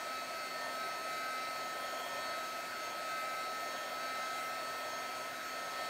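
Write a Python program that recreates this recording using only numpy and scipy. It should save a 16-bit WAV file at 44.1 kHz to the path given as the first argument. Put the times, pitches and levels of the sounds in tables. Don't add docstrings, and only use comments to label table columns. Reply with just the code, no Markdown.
import sys
import numpy as np
from scipy import signal
from scipy.fft import rfft, irfft, next_fast_len
from scipy.io import wavfile
from scipy.ndimage import uniform_filter1d

SR = 44100
rng = np.random.default_rng(int(sys.argv[2]) if len(sys.argv) > 2 else 0)


def decibels_to_gain(level_db):
    exponent = np.asarray(level_db, float) / 20
    return 10 ** exponent


def wav_out(sig):
    wavfile.write(sys.argv[1], SR, np.round(np.clip(np.atleast_2d(sig).T, -1, 1) * 32767).astype(np.int16))


N = 259749
EDGE_HZ = 15750
RIPPLE_HZ = 120


def evened(x):
    return x / np.sqrt(np.mean(abs(x) ** 2) + 1e-20)


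def played(rows, t):
    s, *columns = np.transpose(rows)
    return [np.interp(t, s, column) for column in columns]


def turning(angle):
    wrapped = (angle % (2 * np.pi)).astype(np.float32)
    return np.cos(wrapped) + 1j * np.sin(wrapped)


def waver(rate_hz, t):
    hz = rate_hz * np.geomspace(0.1, 1, 16)[:, None]
    turn = rng.random((16, 1))
    knots = np.linspace(0, t[-1], 1200)
    wander = np.sin(2 * np.pi * (hz * knots + turn)).sum(0)
    return np.interp(t, knots, evened(wander))


def fading(rate_hz, scatter):
    knots = np.arange(0, N + 512, 256)
    hz = rate_hz * rng.uniform(-1, 1, (12, 1))
    turn = rng.random((12, 1))
    paths = np.exp(2j * np.pi * (hz * knots / SR + turn)).sum(0) / np.sqrt(12)
    share = np.clip(scatter, 0, 1)
    return np.interp(np.arange(N), knots, np.sqrt(1 - share) + np.sqrt(share) * paths)


# (time [s], sweep [steps, far -2 to near 2],
# lift off the page [steps, -1 to 4], roll of the wrist [steps, -3 to 3])
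HAND_POSE = [(0.0, 1.5, 1, -0.3), (0.15, -1.6, 1, -1.3), (0.25, 0.7, 0.9, -3), (0.42, -0.3, 1.5, -1.5),
             (0.57, 0.4, 0.4, -2.5), (0.67, 1.8, -0.5, -0.6), (0.82, -1.5, -0.5, -1.5),
             (0.97, 0.7, -0.2, -1.6), (1.1, -1, 0, -1), (1.37, -1.8, 0.6, -1), (1.55, 0.3, -0.6, -2),
             (1.77, 0.4, -0.6, 1.4), (2.07, 1.3, -0.4, 0.3), (2.27, 0.7, -1.1, -1.1), (2.5, -0.3, 0.5, -1),
             (2.7, 1.0, 3, -1), (2.85, -0.1, -0.2, -2.2), (2.92, 1.4, 0, -0.8), (3.12, -1.9, 0.6, -0.5),
             (3.55, -0.4, -0.8, -0.5), (3.8, 1.5, 0, -0.2), (3.95, 0.5, -0.8, 1), (4.05, -0.7, -0.2, -1),
             (4.4, -0.9, -0.5, 2), (4.57, 0.2, -0.5, -0.9), (4.87, 1.15, -0.5, -0.5),
             (5.22, 0.9, -0.1, -1.5), (5.35, 0.5, 3.5, -1), (5.7, 0.8, -0.5, -0.9), (5.87, 0, -0.7, 0)]


def hand_pose(t):
    return played(HAND_POSE, t)


def posed(rule, t):
    mean_db, per_step_db = rule[0], rule[1:4]
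    return mean_db + np.dot(per_step_db, hand_pose(t))


# (time [s], shaft speed [Hz])
SHAFT_SPEED = [(0.0, 258.75), (0.5, 258.95), (0.95, 258.85), (1.3, 258.4), (1.6, 258.62), (2.45, 258.6),
               (2.65, 259.0), (3.0, 258.7), (3.4, 259.0), (3.85, 259.05), (4.05, 259.4), (4.55, 259.7),
               (4.85, 259.45), (5.1, 259.55), (5.35, 259.35), (5.6, 259.55), (5.89, 259.3)]


def shaft_angle(t):
    shake_hz = 0.224 * waver(4, t)
    smoothed = uniform_filter1d(uniform_filter1d(rng.standard_normal(N), 1500), 1500)
    wobble_hz = 0.04 * evened(smoothed)
    speed_hz = played(SHAFT_SPEED, t)[0] + shake_hz + wobble_hz
    return 2 * np.pi * np.cumsum(speed_hz) / SR


# (mean level [dB], sweep [dB per step], lift [dB per step], roll [dB per step])
BLADE_LEVEL = (-44.5, -1.63, -0.77, 0.03)
# (time [s], depth [dB], half width [s])
NULL_DIPS = [(.26, -9, .025), (.49, -18, 0.018), (2.08, -9.5, 0.028), (3.9, -7, 0.023), (5.33, -20, .015),
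             (5.4, -6, 0.016)]


def blade_tone(angle, t):
    dips_db = 0
    for s, depth_db, half_s in NULL_DIPS:
        dips_db = dips_db + depth_db * np.clip(1 - abs(t - s) / half_s, 0, 1)
    return decibels_to_gain(posed(BLADE_LEVEL, t) + dips_db) * np.exp(5j * angle)


STRONG_ORDERS = (4, 6, 7, 8, 9, 10, 17, 18, 25, 26)
# (mean level [dB], sweep [dB per step], lift [dB per step],
# roll [dB per step], share that fades by chance [0-1])
STRONG_LEVELS = [(-65, 1, 0, 2.5, 0.5), (-58.5, -3.7, -1, -0.8, 0.24), (-54.5, 3, -1.2, 1.1, 0.18),
                 (-55, -2.1, -0.6, 0.1, 0.12), (-64, -3, 0.5, -1.6, 0.14), (-61.5, -2, 0, -2.5, 0.13),
                 (-57, 0, -1.5, -1.5, 0.07), (-66.5, -1.5, 1.3, -0.8, 0.2), (-66, 1.5, -1.5, -1.1, 0.4),
                 (-65, -0.9, 0.2, 2, 0.3)]


def strong_orders(angle, t):
    out = 0
    for k, rule in zip(STRONG_ORDERS, STRONG_LEVELS):
        phase = 2 * np.pi * rng.random()
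        out = out + decibels_to_gain(posed(rule, t)) * fading(4.5, rule[4]) * turning(k * angle + phase)
    return out


# (multiple of the shaft speed, mean level [dB] before the treble is beamed)
FAINT_ORDERS = [(1, -65), (11, -73), (12, -69), (13, -72), (14, -70), (15, -65), (16, -67), (19, -71),
                (20, -71), (21, -70), (22, -72), (23, -77), (24, -73), (27, -75), (28, -75), (29, -72),
                (30, -71), (31, -74), (32, -72), (33, -71), (34, -72), (35, -77), (36, -70), (37, -77),
                (38, -76), (39, -76), (40, -81), (41, -81), (42, -83), (43, -82), (44, -73), (45, -79),
                (46, -73), (47, -74), (48, -81), (49, -78), (50, -76), (51, -77), (52, -80), (53, -77),
                (54, -80), (55, -79), (56, -79), (57, -82), (58, -76), (59, -77), (60, -76)]


def faint_orders(angle, ripple):
    side_db = -12.5
    out = 0
    for k, db in FAINT_ORDERS:
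        rate_hz = 1.49 + 0.25 * k
        gain = fading(rate_hz, min(0.062 * k, 0.85))
        if k > 22:
            gain = gain + 2 * decibels_to_gain(side_db) * ripple.real * fading(rate_hz, 0.69)
        phase = 2 * np.pi * rng.random()
        out = out + decibels_to_gain(db) * gain * turning(k * angle + phase)
    return out


# (multiple of the shaft speed, side [-1 below, 1 above], level [dB])
RIPPLE_SIDES = [(5, -1, -69), (5, 1, -66), (8, 1, -73), (11, -1, -70), (12, -1, -76), (14, 1, -72),
                (17, 1, -72), (19, -1, -81), (22, -1, -79)]


def ripple_sides(angle, ripple):
    out = 0
    for k, side, db in RIPPLE_SIDES:
        shift = ripple if side > 0 else ripple.conj()
        out = out + decibels_to_gain(db) * fading(3, 0.57) * shift * turning(k * angle)
    return out


def whine():
    t = np.arange(N) / SR
    angle = shaft_angle(t)
    ripple = np.exp(2j * np.pi * RIPPLE_HZ * t)
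    tones = blade_tone(angle, t) + strong_orders(angle, t)
    tones = tones + faint_orders(angle, ripple) + ripple_sides(angle, ripple)
    return np.sqrt(2) * tones.real


# (frequency [Hz], level [dB per Hz])
RUSH_SPECTRUM = [(25, -128), (50, -101), (110, -91.5), (230, -86.5), (450, -85.5), (1000, -91.5),
                 (2000, -81.5), (2600, -85.5), (2950, -90.5), (4500, -90.5), (6000, -99), (8000, -99),
                 (10500, -110), (11800, -103), (15800, -104)]


def rush_power(hz):
    f, db = np.transpose(RUSH_SPECTRUM)
    return decibels_to_gain(2 * np.interp(np.log(hz + 1), np.log(f), db))


# (centre [Hz], width [Hz])
BARREL_MODES = [(980, 280), (1480, 420), (3230, 310), (3930, 230), (5300, 530)]
# (mean level [dB], sweep [dB per step], lift [dB per step], roll [dB per step])
BARREL_LEVELS = [(-60, 5, -2, -1.8), (-52, 0, 1.24, 1.4), (-61, 3.5, -1, 1.8), (-61, -3.5, -3.5, 0),
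                 (-65, -1.5, -1.5, 0)]


def barrel_peaks(t):
    return [(f, width, posed(rule, t) + 1.1 * waver(4, t))
            for (f, width), rule in zip(BARREL_MODES, BARREL_LEVELS)]


# (centre [Hz], width [Hz], level against the roar [dB])
WHOLE_BARREL_MODES = [(642.5, 158, -0.5), (703, 160, -1.5)]
# (mean level [dB], sweep [dB per step], lift [dB per step], roll [dB per step])
ROAR_LEVEL = (-48.5, 0, -1.38, 0.1)


def roar_peaks(t):
    roar_db = posed(ROAR_LEVEL, t) + 0.9 * waver(40, t)
    glide_hz = -11 * hand_pose(t)[0]
    return [(f + glide_hz, width, db + roar_db) for f, width, db in WHOLE_BARREL_MODES]


# (centre [Hz], width [Hz], level [dB])
STILL_PEAKS = [(385, 38, -65.5), (2520, 320, -62.5), (5520, 440, -65.5), (6470, 480, -64.5),
               (8100, 4500, -63.5), (13800, 600, -86), (15300, 640, -81)]


def air():
    frames = N // 256 + 5
    hz = np.fft.rfftfreq(1024, 1 / SR)[:, None]
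    t = np.arange(frames) * 256 / SR
    power = rush_power(hz) * np.ones(frames)
    for f, width, db in barrel_peaks(t) + STILL_PEAKS + roar_peaks(t):
        steep_sided = 1 / (1 + (2 * (hz - f) / width) ** 2) ** 2
        power = power + decibels_to_gain(2 * db) / width * steep_sided
    a, b, patches = rng.standard_normal((frames, 513, 3)).T
    patches = evened(uniform_filter1d(uniform_filter1d(patches, 9, 0), 30, 1))
    depth_db = 0.92 * np.clip(hz / 6000, 0, 1)
    noise = a + 1j * b
    shaped = noise * np.sqrt(power) * decibels_to_gain(depth_db * patches)
    unit = signal.istft(noise, nperseg=1024, noverlap=768)[1].std()
    sound = signal.istft(shaped, nperseg=1024, noverlap=768)[1][:N]
    return sound * np.sqrt(SR / 2) / unit


# (mean level [dB], sweep [dB per step], lift [dB per step], roll [dB per step])
VENT_BEAM = [(-59.5, -0.4, -0.2, .1), (-61.5, 0.01, 0.01, 0.6)]


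def beamed(x):
    hz, t, z = signal.stft(x, SR, nperseg=1024)
    bands_hz = [(7000, 10700), (10700, SR / 2)]
    for (low_hz, high_hz), rule in zip(bands_hz, VENT_BEAM):
        band = (hz >= low_hz) & (hz < high_hz) & (hz < EDGE_HZ)
        rms = np.sqrt(np.mean(abs(z[band]) ** 2) * band.sum() * 4 / 3)
        z[band] *= decibels_to_gain(posed(rule, t) + 0.2 * waver(3.3, t)) / rms
    return signal.istft(z, SR, nperseg=1024)[1][:N]


# (frequency [Hz], level [dB])
ROOM_HUMS = [(120, -90), (331, -70)]


def hums():
    t = np.arange(N) / SR
    out = np.zeros(N)
    for hz, db in ROOM_HUMS:
        tone = fading(1.61, 0.34) * np.exp(2j * np.pi * hz * t)
        out += np.sqrt(2) * decibels_to_gain(db) * tone.real
    return out


def scene():
    tool = beamed(whine() + air())
    return (tool + hums())[None]


def band_limit(x):
    return signal.sosfilt(signal.butter(12, 16020, fs=SR, output="sos"), x)


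def record(dry):
    size = next_fast_len(N + SR)
    hz = np.fft.rfftfreq(size, 1 / SR)
    passed = (hz < EDGE_HZ) / np.sqrt(1 + (48 / (hz + 1)) ** 6)
    mix = irfft(rfft(dry, size) * passed, size)[:, :N]
    return band_limit(mix)


dry = scene()
out = record(dry)
wav_out(out)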